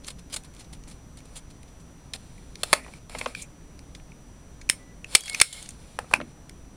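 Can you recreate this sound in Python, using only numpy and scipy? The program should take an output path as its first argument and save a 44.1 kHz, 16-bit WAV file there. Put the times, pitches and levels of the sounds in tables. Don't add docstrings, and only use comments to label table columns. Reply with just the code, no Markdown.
import sys
import numpy as np
from scipy import signal
from scipy.io import wavfile
from scipy.ndimage import uniform_filter1d

SR = 44100
rng = np.random.default_rng(int(sys.argv[2]) if len(sys.argv) > 2 else 0)


def to_wav(sig):
    pcm = np.clip(np.atleast_2d(sig), -1, 1) * 32767
    pcm = np.round(pcm).astype(np.int16)
    wavfile.write(sys.argv[1], SR, pcm.T)


N = 298116

# f/Hz, width/Hz, level/dB
BENCH = [(570, 240, 7), (736, 260, -5.5), (1030, 610, 8), (1320, 860, -6.5)]
SHELL = [(1800, 250, -15), (2374, 360, 20.5), (2450, 3300, 2.5)]
JAWS = [(3143, 1100, -6.5), (3520, 960, -3.6), (4320, 850, 0.8), (5213, 360, -2.94), (6050, 700, 1)]
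STEEL = [(6565, 1500, 12.5), (7200, 700, 0), (8470, 840, 5.5), (9590, 337, 0.5), (10780, 130, -1.5),
         (13500, 3000, -21)]
PARTS = (BENCH, SHELL, JAWS, STEEL)


def gain_of(db):
    return 10 ** (np.asarray(db) / 20)


def unit_rms(x):
    return x / np.sqrt(np.mean(x ** 2) + 1e-20)


def curve_at(points, hz):
    point_hz, value = np.transpose(points)
    return np.interp(np.log(hz + 1), np.log(point_hz + 1), value)


def add(mix, start_s, sound):
    part = mix[round(start_s * SR):][:len(sound)]
    part += sound[:len(part)]


def air():
    # f/Hz, relative level/dB
    spectrum = [(8.8, -50), (15, -6.5), (49, -1.5), (87, -11), (171, -8.5), (208, -15.5), (275, -13),
                (325, -19), (2880, -37.5), (5480, -40.5), (5960, -40.5), (6490, -40), (12000, -38.5),
                (15600, -79), (22000, -120)]
    frames, hz = N // 512 + 5, np.fft.rfftfreq(2048, 1 / SR)
    real, imag, patches = rng.standard_normal((frames, 1025, 3)).T
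    patches = unit_rms(uniform_filter1d(uniform_filter1d(patches, 20, 0), 8, 1))
    density_db = curve_at(spectrum, np.minimum(hz, 10000))[:, None] + .8 * patches
    noise = signal.istft((real + 1j * imag) * gain_of(density_db), nperseg=2048, noverlap=1536)[1]
    return gain_of(-44.5) * unit_rms(noise[:N])


def whine():
    # f/Hz, rms level/dB
    tones = [(5879, -63)]
    t = np.arange(N) / SR
    return sum(gain_of(db) * np.sqrt(2) * np.sin(2 * np.pi * hz * t) for hz, db in tones)


def room(x):
    # f/Hz, T60/s
    decay = [(300, 0.27), (1000, 0.13), (3000, 0.11), (10000, 0.14)]
    taps = np.zeros(SR // 2)
    slots = np.arange(200, len(taps) - 20, 20)
    taps[slots + rng.integers(0, 20, len(slots))] = rng.choice([-1., 1.], len(slots))
    hz, t, bands = signal.stft(taps, SR, nperseg=256)
    tail = signal.istft(bands * gain_of(-60 * t / curve_at(decay, hz)[:, None]), SR, nperseg=256)[1]
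    return signal.fftconvolve(x, tail / np.linalg.norm(tail))[:N]


def rings(fade_db=-4):
    # start/s, end/s, f/Hz, width/Hz, level/dB
    tones = [(2.74, 2.858, 263.4, 60, -47), (2.743, 2.907, 1940, 260, -51.5),
             (3.12, 3.318, 259.7, 60, -45.5), (3.36, 3.46, 2360, 280, -47), (4.77, 4.95, 1980, 6.3, -59.5),
             (5.188, 5.285, 3300, 9, -38), (5.215, 5.29, 4640, 30, -46.5), (5.256, 5.329, 4200, 40, -45),
             (5.275, 5.368, 2190, 11, -35.5), (5.42, 5.62, 2166, 100, -46.5),
             (6.14, 6.268, 258, 110, -39.5), (6.145, 6.232, 2250, 110, -55)]
    out = np.zeros(N)
    for start_s, end_s, hz, width_hz, db in tones:
        t = np.arange(0, end_s - start_s, 1 / SR)
        pole = [1, -np.exp(-np.pi * width_hz / SR)]
        drive = rng.standard_normal(SR // 2) + 1j * rng.standard_normal(SR // 2)
        flutter = signal.lfilter([1], pole, signal.lfilter([1], pole, drive))[-len(t):]
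        fade = gain_of(db + fade_db * t / t[-1]) * signal.windows.tukey(len(t), .3)
        add(out, start_s, fade * unit_rms((flutter * np.exp(2j * np.pi * hz * t)).real))
    return out


def struck(modes, detune=1):
    t = np.arange(1024) / SR
    ring = sum(gain_of(db) * np.sqrt(width_hz) * np.exp(-np.pi * width_hz * t)
               * np.sin(2 * np.pi * hz * detune * t) for hz, width_hz, db in modes)
    ring = signal.sosfilt(signal.butter(4, .88 * modes[0][0], "high", fs=SR, output="sos"), ring)
    return ring / np.linalg.norm(ring)


def ticks(size, spread_db):
    return rng.standard_normal(size) * gain_of(spread_db * np.minimum(rng.exponential(1, size), 4))


def stroke(length_s, db, change_db, dull):
    t = np.arange(0, length_s + .014, 1 / SR)
    grit = ticks(len(t), spread_db=2.3)
    bench, shell, jaws, steel = (signal.oaconvolve(grit, struck(modes))[:len(t)] for modes in PARTS)
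    rub = dull * unit_rms(.88 * bench + shell) + (1 - dull) * unit_rms(1.08 * jaws + steel + .12 * shell)
    ramp_db = np.interp(t, [0, length_s], [db, db + change_db])
    return gain_of(ramp_db) * rub * signal.windows.tukey(len(t), .06)


def finger_slips():
    # t/s, length/s
    slips = [(0.097, .025), (0.19, 0.023), (0.373, 0.033), (0.444, 0.044), (0.605, 0.051), (0.748, 0.02),
             (0.872, 0.11), (1.175, .055), (1.254, .02)]
    out = np.zeros(N)
    for start_s, length_s in slips:
        add(out, start_s, stroke(length_s, db=-44, change_db=-25, dull=.34))
    return out


def slides():
    # t/s, length/s, level/dB, change/dB, dullness/0-1
    strokes = [(0.036, 0.04, -51.5, 7, 0.23), (0.536, 0.069, -60, 11, 0.36), (1.274, .07, -57.5, 4, .4),
               (2.136, 0.014, -38.5, 2.5, 0.36), (2.173, 0.63, -55, -7, 0.29),
               (2.576, 0.037, -57, 11.5, 0.33), (2.65, 0.073, -43.5, 5, 0.33),
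               (2.754, 0.079, -26, -25, 0.55), (2.826, 0.15, -50.5, 0.5, 0.38),
               (3.102, 0.14, -43, 5.5, 0.46), (3.269, 0.066, -35, -14, 0.49),
               (3.352, 0.053, -46, 4.5, 0.09), (3.962, 0.039, -52, -23, .3), (4.73, 0.094, -49, -8, 0.4),
               (5.064, 0.079, -56, 24, 0.31), (5.16, 0.042, -23, -13.5, 0.4), (5.195, .09, -43, 8.5, .2),
               (5.299, 0.11, -39.5, 5.5, .3), (5.434, 0.18, -30.5, -19.5, 0.1),
               (5.536, 0.24, -33, -24, 0.25), (5.785, 0.18, -51.5, -1, 0.35),
               (5.989, 0.18, -46, -18.5, 0.5), (6.082, .045, -59.5, 12.5, 0.1),
               (6.146, .035, -32.5, -32, 0.2), (6.213, 0.097, -61, 5, 0.44)]
    out = np.zeros(N)
    for start_s, *shape in strokes:
        add(out, start_s, stroke(*shape))
    return out


def contact(mix, start_s, db, parts_db, chatter_ms, rise_ms, spread_db=1.5):
    t_ms = np.arange(2048) / SR * 1000
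    attack = 1 - np.exp(-(t_ms / rise_ms) ** 2)
    decay = np.exp(-(t_ms / (rise_ms + chatter_ms)) ** 1.255)
    force = attack * decay * ticks(len(t_ms), spread_db)
    detunes = 1 + .03 * rng.standard_normal(4)
    for part_db, modes, detune in zip(parts_db, PARTS, detunes):
        sound = signal.fftconvolve(force, struck(modes, detune))
        sound = sound / np.linalg.norm(sound) * np.sqrt(.01 * SR)
        add(mix, start_s, gain_of(db + part_db) * sound)


def tool_scrapes(rise_ms=5.5):
    # t/s, jaws level/dB, steel re jaws/dB, chatter/ms
    scrapes = [(0.067, -46, 7.5, 2.8), (.079, -31, -1.5, 2.1), (.102, -38, -0.5, 3.1), (.185, -49, -3, 7.2),
               (0.301, -44.5, -5, 43), (0.324, -31.5, -1, 11), (.339, -29, 2, 1.2), (.362, -28, 1, 1.3),
               (0.445, -49.5, 0, 5.4), (.593, -45, 1, 8), (0.606, -46.5, -14, 5.9), (.642, -51.5, -8, 5.8),
               (.728, -41.5, -0.5, 5.3), (0.876, -55, 8, 18), (0.909, -44.5, -1, 8.7), (1.25, -60, 3, 8),
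               (1.354, -37.5, 1, 21), (1.369, -42.5, 4.5, 5.7), (1.5, -49, -2, 11),
               (1.679, -54.5, -1.5, 7.1), (1.798, -56.5, 2, 8.8), (3.418, -43, 10.5, 5.2)]
    out = np.zeros(N)
    for at_s, db, steel_db, chatter_ms in scrapes:
        start_s = at_s - .5 * rise_ms / 1000
        contact(out, start_s, db, (-14, -8, 0, steel_db), chatter_ms, rise_ms, spread_db=3.5)
    return out


def bench_knocks():
    # t/s, bench level/dB, shell re bench/dB, jaws re bench/dB, chatter/ms
    knocks = [(2.633, -28.5, -2, 8.5, 4), (2.7294, -11, 1.5, 2.5, 1.4), (2.7345, -17.5, 1, 4, 2.6),
              (2.748, -33, -6, 1, 4.6), (2.846, -50.5, 4, -6, 3), (2.864, -45.5, -8, -28, 1.8),
              (2.88, -44.5, -8, -27, 11), (2.937, -52, 8.5, 3, 1.7), (3.096, -45.5, -1.5, 3, 3.3),
              (3.149, -32.5, -1.5, -23, 4.8), (3.212, -34.5, 6.5, -8, 3.5), (3.259, -23.5, -7.5, -28, 4.5),
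              (5.989, -24.5, -12, -7.5, 1.3), (6.043, -46.5, -16, -19.5, 3.6), (6.111, -35.5, -11, -10, 6),
              (6.128, -40, -9.5, -14, 5.8), (6.136, -19.5, -16, -26, 2.3), (6.1378, -17, 7.5, -5.5, 0.71),
              (6.161, -36, -11.5, -6, 2.1), (6.2015, -32, -25, -28, 3), (6.2115, -35, -3, -27, 4.8)]
    out = np.zeros(N)
    for start_s, db, shell_db, jaws_db, chatter_ms in knocks:
        contact(out, start_s, db, (0, shell_db, jaws_db, jaws_db - 1.8), chatter_ms, rise_ms=.2)
    return out


def tool_snaps():
    # t/s, jaws level/dB, shell re jaws/dB, steel re jaws/dB, chatter/ms
    clicks = [(0.0448, -42.5, -7, -13, 2.8), (.1945, -54, -1, -5, 1.5), (.2992, -53, -4, 0, 1),
              (.435, -54, -2, 5, 2.5), (.5382, -57, -5, 2, 1.5), (.5487, -56, -8, 4, 2.5),
              (0.5643, -51, -8, -6, 2.8), (0.8373, -51, -6, -12, 1.4), (.9, -54, -10, 3, 1.5),
              (1.1718, -51, -7, 2, 2.5), (1.187, -53, -14, 2, 2.5), (1.204, -56, 1, -9, 1),
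              (1.6302, -52.5, -1.5, 0.5, 2.7), (2.135, -28.5, -7, -8, 4.3), (2.379, -58.5, 4.5, 1, 3.3),
              (2.555, -39, -5, -12, 2), (3.185, -32.5, -4.5, 1, 9.1), (3.349, -43, 12.5, 2, 1.6),
              (3.791, -46.5, -5, -5, 1.5), (3.949, -41, -5, -11, 5.5), (3.998, -76, 21, 0, 2.7),
              (4.118, -69, 19.5, -9, 2.7), (4.613, -46, -0.5, -38, 5.9), (4.6909, -33, 6, 3, 2),
              (4.698, -11.5, -6, -1.5, 1), (4.71, -48, -5, -3, 3.3), (4.728, -47, 3, 2, 2.9),
              (5.044, -47, 12.5, -12.5, 1.7), (5.15, 0.5, -7, -1.5, 3.3), (5.1544, -15.5, -3, 3, 1.1),
              (5.167, -31, -4, 6, 2.9), (5.207, -34.5, -22, 6.5, 1.6), (5.236, -47.5, 5.5, 11.5, 1.9),
              (5.258, -36.5, -7, 3, 1.6), (5.279, -33, 0.5, -11.5, 3.8), (5.297, -27, -12, 0, 1.6),
              (5.331, -36.5, -15, -4, 2.7), (5.346, -24.5, 1, -7, 2.3), (5.3995, -28, -14, 4, 2),
              (5.4005, -18.5, -2.5, -12, 2.1), (5.4136, 0, -3.5, -1, 1.94), (5.4171, -8, -7, 1.5, 1.1),
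              (5.429, -40, -8, 9.5, 2.6), (5.527, -29.5, -12, 1, 9.2), (5.626, -41.5, -18, 4, 2.6),
              (5.659, -44, -5, -28, 3.6), (5.689, -45, -2, 10, 3), (5.706, -48, -25, 5, 2),
              (6.494, -43, -5, 0, 1.8)]
    out = np.zeros(N)
    for start_s, db, shell_db, steel_db, chatter_ms in clicks:
        contact(out, start_s, db, (-24, shell_db, 0, steel_db), chatter_ms, rise_ms=.37)
    return out


def scene():
    near = tool_scrapes() + bench_knocks() + tool_snaps() + finger_slips() + slides() + rings()
    return (near + gain_of(-15.5) * room(near) + air() + whine())[None]


def record(dry, threshold_db=-10, edge_hz=16064):
    # f/Hz, gain/dB
    treble = [(9800, -2), (10600, -6), (11400, -14.5), (11900, -41.5), (12400, -11), (15000, -15),
              (15900, -21)]
    power_db = 10 * np.log10(abs(signal.lfilter(np.ones(400) / 400, 1, dry[0] ** 2)) + 1e-12)
    release_db = np.arange(N) * 60. 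/ SR
    peak_db = np.maximum.accumulate(power_db + release_db) - release_db
    over_db = np.maximum(peak_db - threshold_db, 0)
    late_db = signal.lfilter(np.ones(600) / 600, 1, over_db)
    clipped = np.clip(dry / gain_of(.71 * late_db), -.86, .86)
    thump = signal.sosfilt(signal.butter(1, (120, 900), "band", fs=SR, output="sos"), clipped ** 2)
    lopsided = clipped + .12 * thump
    hz = np.linspace(0, SR / 2, 513)
    roll_off = signal.firwin2(511, hz, gain_of(curve_at(treble, hz)), fs=SR)
    band_limit = signal.firwin(511, edge_hz, window=("kaiser", 9), fs=SR)
    dulled = signal.oaconvolve(lopsided, roll_off[None], "same")
    return signal.oaconvolve(dulled, band_limit[None], "same")


dry = scene()
out = record(dry)
to_wav(out)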